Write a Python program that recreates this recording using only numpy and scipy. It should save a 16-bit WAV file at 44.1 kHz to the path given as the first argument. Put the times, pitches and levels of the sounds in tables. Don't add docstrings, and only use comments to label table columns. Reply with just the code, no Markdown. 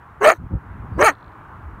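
import sys
import numpy as np
from scipy import signal
from scipy.io import wavfile
from scipy.ndimage import uniform_filter1d

SR = 44100
rng = np.random.default_rng(int(sys.argv[2]) if len(sys.argv) > 2 else 0)


def level_to_linear(level):
    exponent = np.asarray(level, float) / 20
    return 10 ** exponent


def materialize(psi):
    bounded = np.clip(np.atleast_2d(psi).T, -1, 1)
    quanta = np.round(bounded * 32767).astype(np.int16)
    wavfile.write(sys.argv[1], SR, quanta)


N = 79380

# frequency in Hz, level in dB per Hz.
HISS_COLOUR = [(60, -58), (250, -16.5), (550, -14), (1000, -2), (1400, -5), (2200, -20.5), (5000, -48),
               (16000, -51)]
# time in seconds, level in dB.
HISS_LEVEL = [(0, -46), (.6, -46.5), (.9, -44.5), (1.35, -44), (1.8, -44.5)]
# time in seconds, level in dB.
DRONE_LEVEL = [(0, -83.5), (.6, -67), (1.15, -54), (1.8, -55)]
DRONE_HZ, DRONE_WIDTH_HZ = 306, 206

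# time in seconds, level in dB.
WIND_LEVEL = [(0.0, -44.5), (0.294, -35), (0.314, -44), (0.446, -22), (0.486, -39), (0.51, -19.5),
              (0.54, -12.5), (0.596, -33.5), (0.762, -31), (0.816, -30), (0.866, -33), (1.006, -20.5),
              (1.182, -40), (1.638, -37), (1.664, -43.5), (1.8, -35)]
# frequency in Hz, level in dB per Hz.
CALM_COLOUR = [(12, -70), (20, 4), (107, 3.5), (141, -0.5), (167, -4.5), (395, -18.5), (450, -19.5),
               (580, -55), (990, -120)]
GUST_COLOUR = [(12, -46.5), (20, -42.5), (54, 5.5), (102, -1.5), (315, -13), (381, -24), (844, -34),
               (900, -27.5), (1170, -71.5), (1980, -120)]
CALM_DB, GUST_DB, LUMPS_DB = -33, -22.5, 2.5
# start in seconds, peak in dB, ring in Hz, length in seconds.
EDDIES = [(0.381, -30, 75, 0.035), (0.413, -31, 124, 0.013), (0.438, -19, 78.2, 0.0084),
          (0.463, -27, 130.5, 0.0078), (0.51, -60, 142, 0.051), (0.529, -17.5, 91.6, 0.022),
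          (0.545, -30, 73.3, 0.045), (0.511, -33, 302, 0.0054), (.537, -31.5, 374, .006),
          (0.792, -30.5, 66, 0.048), (1.648, -31.5, 77.2, 0.057), (1.728, -32, 55.6, 0.019)]

# time in seconds, fundamental in dB, overtones in dB, breath in dB,
# mouth opening from 0 to 1.
FOLDS_1 = [
    (.198, -51, -64, -78, 0),
    (0.218, -17, -23.5, -46.5, 0),
    (0.249, -7.5, -10.5, -26, 0.77),
    (0.265, -25.5, -13.5, -25.5, 0.73),
    (.29, -16, -12, -24, 0.89),
    (0.308, -22, -9.5, -26, 0.8),
    (.327, -21, -21.5, -34.5, 0.86),
    (0.34, -27.5, -35.5, -44.5, 0.6),
    (.385, -69, -60, -56, .6),
]
FOLDS_2 = [
    (.962, -43, -81.5, -96, 0.25),
    (.993, -19.5, -23, -41.5, 0.26),
    (1.022, -11.5, -9, -31.5, 0.63),
    (1.048, -13.5, -16.5, -19, 1),
    (1.074, -19.5, -9.5, -20.5, 0.79),
    (1.091, -21, -13, -26, 0.87),
    (1.104, -24.5, -24.5, -33.5, 1),
    (1.113, -29.5, -29.5, -45.5, 0.47),
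    (1.15, -41, -50, -63, 0.52),
]
# time in seconds, pitch in Hz.
PITCH_1 = [(.198, 385), (.217, 402), (.249, 455), (.264, 451), (.29, 431), (.309, 384), (.327, 358),
           (.339, 335), (.385, 294)]
PITCH_2 = [(.962, 286), (.993, 334), (1.022, 415), (1.045, 468), (1.055, 461), (1.069, 433), (1.078, 398),
           (1.09, 330), (1.101, 282)]
# time in seconds, pitch in Hz, level in dB.
SECOND_1 = [
    (0.235, 516.3, -33),
    (0.262, 604, -3.5),
    (0.289, 654.4, -5),
    (0.311, 628.4, -23.5),
    (0.326, 716, -20),
    (0.334, 710, -33.5),
]
SECOND_2 = [
    (0.982, 475, -40.5),
    (0.992, 512, -24.5),
    (1.002, 553.8, -18.5),
    (1.042, 621.6, -10.5),
    (1.051, 649, -13),
    (1.066, 620, -78),
]
# multiple of its pitch, level in dB.
SECOND_TONES = [(1, 3.5), (2, -6), (3, -14.5), (4, -18.5)]
# time in seconds, noise share from 0 to 1, strong-weak pulse share from 0 to 1.
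ROUGH_1 = [(.2, .6, .3), (.245, .7, .25), (.27, .75, .2), (.31, .65, .2), (.335, .6, .1), (.345, .9, 0)]
ROUGH_2 = [(.97, .75, .15), (1.042, .72, .1), (1.054, .04, 0), (1.082, .04, 0), (1.092, .2, .2),
           (1.104, .3, .1), (1.113, .85, 0)]
# time in seconds, opening from 0 to 1.
LIPS_1 = [(.21, .95), (.225, 0.83), (.25, 0.44), (.265, 0.9), (.285, 0.94), (.31, 0.87), (.325, 0.98),
          (.35, 0.6)]
LIPS_2 = [(.98, .5), (1.005, .55), (1.03, 0.74), (1.042, 0.85), (1.065, 0.93), (1.085, 0.88), (1.105, 0.79),
          (1.13, .55)]
FOLD_JITTER = (.025, .003)
SECOND_JITTER = (.02, .022)
# resonance in Hz, width in Hz, level in dB, share it drops when shut.
THROAT = [(669, 400, 0, 0.29), (908, 150, -2, 0.29), (1330, 429, 5.5, 0.3), (1875, 350, 3, 0.19),
          (2323, 310, -1.5, 0.14), (2634, 330, -13, 0.043), (3076, 400, -10, 0.081)]
# time in seconds, resonance in Hz, gain in dB, length in seconds.
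SWELLS = [(0.227, 1870, 3, 0.0085), (.24, 1290, 2, 0.016), (0.286, 1290, 1.5, 0.021),
          (0.238, 904, 3, 0.011), (0.2736, 2300, 8, 0.026), (.25, 2965, 9, 0.015), (0.6, 2300, 0, .01),
          (1.025, 1870, 3.5, .01), (1.03, 2965, 6.5, .01), (1.05, 2300, 5.5, 0.018),
          (1.055, 1870, -14, 0.016), (1.066, 2700, 6.5, 0.012), (1.094, 1870, 3, 0.0072),
          (1.09, 1290, -2.5, 0.0044), (0.92, 2300, 0, 0.013)]
# resonance in Hz, width in Hz, level in dB,
# share it drops when shut.
PASSAGES = [(4400, 650, 3, 0.22), (6803, 890, 5, 0.25), (8926, 1200, 2, 0.22), (9940, 740, -7, .02),
            (11530, 1000, -7.5, 0.1), (14000, 3000, -9.5, 0.023)]
# time in seconds, frequency in Hz, gain in dB,
# length in seconds.
SURGES = [(.212, 9300, 4.5, .005), (.222, 6700, 4, 0.013), (.243, 6700, 4.5, 0.0067), (.247, 9300, 5, 0.02),
          (.252, 4400, 7, 0.012), (.279, 4400, 9.5, 0.0072), (.278, 9300, 4.5, .008),
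          (.292, 6700, 5.5, 0.0081), (.297, 4400, 10, 0.0085), (.32, 6700, 12.5, 0.0038),
          (.255, 14000, 5, .012), (1.012, 6700, 13.5, 0.0099), (1.02, 9300, 6, .014),
          (1.033, 6700, -9, 0.0056), (1.055, 9300, 6, 0.019), (1.06, 4400, 6.5, 0.0089),
          (1.062, 14000, 0.5, 0.0074), (1.075, 11200, 2.5, 0.023), (1.098, 6700, 9.5, 0.015),
          (1.005, 4400, -11, 0.012), (.36, 9300, -9.5, 0.031), (.365, 6700, -3, 0.018),
          (1.13, 9300, -3.5, 0.013), (1.13, 6700, -10, .016)]
COUPLING = .5
CHAOS = .2
PUFF_SHARE = 1.2
PULSES_IN_BREATH = .6
OPEN_AIR_DB, TONE_FLUTTER_DB = -17, 4.5
PATCHY_DB, THROAT_FLICKER_DB = 2.5, 3
SHUT_DB_PER_KHZ, WANDER = -2.5, .015
VOICE_CUT_HZ, THROAT_TOP_HZ = 330, 3400

FIELD_HZ, FIELD_WIDTH_HZ, FIELD_DB, FIELD_T60_S = 3880, 1300, -40, .22

# time in seconds, level in dB.
INTAKE = [
    (.92, -85),
    (.94, -72),
    (.965, -72),
    (.982, -66),
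    (.995, -90),
]
# frequency in Hz, width in Hz, level in dB.
INTAKE_LINES = [(4640, 250, 0), (9800, 400, -8.5)]
# time in seconds, peak in dB.
CREAK = [(1.1258, -45), (1.1374, -49), (1.1518, -47), (1.1702, -60), (1.1847, -58), (1.1914, -62),
         (1.2034, -58), (1.2101, -55), (1.2276, -50), (1.2441, -51), (1.2625, -57), (1.2805, -54),
         (1.2924, -62), (1.3194, -58), (1.3374, -67)]
# frequency in Hz, width in Hz, level in dB.
CREAK_MODES = [(3570, 850, 1.5), (3960, 600, 1)]

DUCK_FROM_DB, DUCK_SHARE, RECOVER_DB_PER_S = -21, .3, 61
MIC_CUT_HZ, EDGE_HZ = 51, 15780
LIMIT, SELF_NOISE_DB = 1.12, -77


def evened(x):
    return x / np.sqrt(np.mean(x ** 2) + 1e-20)


def read(points, hz):
    f, value = np.transpose(points)
    return np.interp(np.log(hz + 1), np.log(f + 1), value)


def add(mix, s, sound):
    part = mix[round(s * SR):][:len(sound)]
    part += sound[:len(part)]


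def columns(table, t):
    rows = np.transpose(table)
    return [np.interp(t, rows[0], c) for c in rows[1:]]


def resonate(x, hz, width):
    turn = np.exp(2j * np.pi * np.cumsum(hz * np.ones(len(x))) / SR)
    r = np.exp(-np.pi * abs(width) / SR)
    return 2 * (turn * signal.lfilter([1 - r], [1, -r], x / turn)).real


def resonate_twice(x, hz, width):
    return resonate(resonate(x, hz, width), hz, width)


def highpass(x, hz):
    return signal.sosfilt(signal.butter(2, hz, "high", fs=SR, output="sos"), x)


def wobble(count, size=150):
    return evened(uniform_filter1d(uniform_filter1d(rng.standard_normal(count), size), size))


def noise(spectrum, size=1024, patchy_db=0.):
    hz = np.fft.rfftfreq(size, 1 / SR)
    real, imag, patches = rng.standard_normal((4 * N // size + 5, len(hz), 3)).T
    patches = evened(uniform_filter1d(uniform_filter1d(patches, size=8, axis=0), size=10, axis=1))
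    frames = (real + 1j * imag) * level_to_linear(read(spectrum, hz)[:, None] + patchy_db * patches)
    return evened(signal.istft(frames, nperseg=size, noverlap=3 * size // 4)[1][:N])


def hiss():
    t = np.arange(N) / SR
    drone = evened(resonate_twice(rng.standard_normal(N), DRONE_HZ, DRONE_WIDTH_HZ))
    wash = noise(HISS_COLOUR, patchy_db=1.3)
    return level_to_linear(columns(HISS_LEVEL, t)[0]) * wash + level_to_linear(columns(DRONE_LEVEL, t)[0]) * drone


def wind():
    level_db = columns(WIND_LEVEL, np.arange(N) / SR)[0]
    gustiness = np.clip((level_db - CALM_DB) / (GUST_DB - CALM_DB), 0, 1)
    calm = noise(list(CALM_COLOUR) + [(1500, -100), (5000, -140)], size=2048)
    gust = noise(list(GUST_COLOUR) + [(2500, -100), (5000, -140)], size=2048)
    rumble = np.sqrt(1 - gustiness) * calm + np.sqrt(gustiness) * gust
    out = level_to_linear(level_db - 4 + LUMPS_DB * wobble(N, size=500)) * rumble
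    for s, db, hz, length in EDDIES:
        t = np.arange(0, 2 * length, 1 / SR)
        u = t / length
        swell = 4 * u * np.exp(-3 * u) * (1 - u / 2)
        ring = np.sin(2 * np.pi * hz * t * (1 - 0.12 * u))
        add(out, s, -level_to_linear(db + 12.0) * swell * ring)
    return out


def tract(drive, table, mouth, patchy_db=0., shut_db=0., surges=(), t=0):
    out = np.zeros(len(drive))
    for k, (f, width, db, drop) in enumerate(table):
        wander = WANDER * patchy_db / 3 * wobble(len(drive), size=400)
        centre = f * (1 - drop * (1 - mouth) + wander)
        band = resonate(resonate_twice(drive, centre, width), centre, 2 * width)
        surge_db = sum(gain_db * np.exp(-((t - s) / length) ** 2)
                       for s, hz, gain_db, length in surges if abs(hz / f - 1) < .08)
        muffle_db = shut_db * f / 1000 * (1.5 - mouth)
        flicker_db = patchy_db * wobble(len(drive), size=160)
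        out += (-1) ** k * level_to_linear(db + surge_db + muffle_db + flicker_db) * band
    return evened(out)


def bark(folds, pitch, second, rough, lips, fold_jitter, second_jitter):
    t = np.arange(folds[0][0], folds[-1][0], 1 / SR)
    first_db, over_db, breath_db, mouth = columns(folds, t)
    hz = uniform_filter1d(columns(pitch, t)[0], size=200)
    rough, halved = columns(rough, t)
    lip_spread = columns(lips, t)[0]
    onset = (second[0][0] - .01, second[0][1], -70)
    ending = (second[-1][0] + 0.023, second[-1][1], -70)
    high_hz, high_db = columns([onset] + list(second) + [ending], t)

    turns = np.cumsum(hz * (1 + fold_jitter * wobble(len(t)))) / SR
    high = np.cumsum(high_hz * (1 + second_jitter * wobble(len(t)))) / SR
    share = np.minimum(level_to_linear(high_db - over_db), 1)
    slipping = turns + CHAOS * rough * wobble(len(t), size=70)
    pulses = evened(sum(np.cos(2 * np.pi * k * slipping) for k in range(2, 17)))
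    beating = COUPLING * share * 2 * np.cos(2 * np.pi * high)
    strong_weak = 2 * halved * np.cos(np.pi * turns)
    pulses *= 1 + beating + strong_weak

    gate = PUFF_SHARE + np.exp(-(turns % 1) / .3) + share * np.exp(-(high % 1) / 0.17)
    low, air = gate * rng.standard_normal((2, len(t)))
    drive = np.sqrt(1 - rough) * pulses + np.sqrt(rough) * .7 * evened(low)
    drive = signal.sosfilt(signal.butter(4, THROAT_TOP_HZ, fs=SR, output="sos"), drive)
    throat = tract(drive, THROAT, mouth, THROAT_FLICKER_DB * rough, SHUT_DB_PER_KHZ, surges=SWELLS, t=t)

    breath_drive = evened(air) + PULSES_IN_BREATH * (1 - rough) * pulses
    breath = tract(breath_drive, PASSAGES, lip_spread, PATCHY_DB, surges=SURGES, t=t)
    breath += level_to_linear(OPEN_AIR_DB) * evened(np.diff(low, prepend=0))

    first_db = first_db + TONE_FLUTTER_DB * rough * wobble(len(t), size=80)
    fundamental = -np.sqrt(2) * np.cos(np.pi * (turns + slipping))
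    high_db = high_db + TONE_FLUTTER_DB * rough * wobble(len(t), size=60)
    tones = -np.sqrt(2) * sum(level_to_linear(db) * np.cos(2 * np.pi * round(k) * high) for k, db in SECOND_TONES)

    voice = level_to_linear(over_db + 4.0) * throat + level_to_linear(breath_db) * breath
    voice += level_to_linear(first_db) * fundamental + level_to_linear(high_db) * tones
    fade = np.minimum(np.minimum((t - t[0]) / 0.01, (t[-1] - t) / 0.016), 1)
    return t[0], fade * highpass(voice, VOICE_CUT_HZ)


def field(x):
    t = np.arange(SR // 3) / SR
    scatter = resonate_twice(rng.standard_normal(len(t)), FIELD_HZ, FIELD_WIDTH_HZ)
    tail = scatter * level_to_linear(-60 * t / FIELD_T60_S) * (t > .006)
    return level_to_linear(FIELD_DB) * signal.fftconvolve(x, tail / np.linalg.norm(tail))[:N]


def intake():
    draught = rng.standard_normal(N)
    air = sum(level_to_linear(db) * evened(resonate_twice(draught, f, w)) for f, w, db in INTAKE_LINES)
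    s, db = np.transpose(INTAKE)
    return level_to_linear(np.interp(np.arange(N) / SR, s, db, -140, -140)) * air


def creak():
    tick = np.eye(1, 400)[0]
    ring = sum(level_to_linear(db) * resonate(resonate_twice(tick, f, w), f, 2 * w) for f, w, db in CREAK_MODES)
    out = np.zeros(N)
    for s, db in CREAK:
        add(out, s, level_to_linear(db + 4) * ring / abs(ring).max())
    return out


def scene():
    coyote = intake() + creak()
    first = (FOLDS_1, PITCH_1, SECOND_1, ROUGH_1, LIPS_1, FOLD_JITTER[0], SECOND_JITTER[0])
    second = (FOLDS_2, PITCH_2, SECOND_2, ROUGH_2, LIPS_2, FOLD_JITTER[1], SECOND_JITTER[1])
    for call in (first, second):
        add(coyote, *bark(*call))
    return (coyote + field(coyote) + hiss() + wind())[None]


def band_limit(x):
    return signal.sosfilt(signal.butter(12, 15890, fs=SR, output="sos"), x)


def record(dry):
    power_db = 10 * np.log10(abs(uniform_filter1d(dry[0] ** 2, size=600)) + 1e-12)
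    fall = np.arange(N) * RECOVER_DB_PER_S / SR
    held_db = np.maximum.accumulate(power_db + fall) - fall
    over_db = np.maximum(held_db - DUCK_FROM_DB, 0)
    ducked = highpass(dry, MIC_CUT_HZ) / level_to_linear(DUCK_SHARE * uniform_filter1d(over_db, size=400))
    limited = LIMIT * np.tanh(ducked / LIMIT)
    held = np.clip(limited + level_to_linear(SELF_NOISE_DB) * rng.standard_normal(N), -1, 1)
    edge = signal.firwin(1023, EDGE_HZ, window=("kaiser", 9), fs=SR)
    return band_limit(signal.oaconvolve(held, edge[None], "same"))


dry = scene()
out = record(dry)
materialize(out)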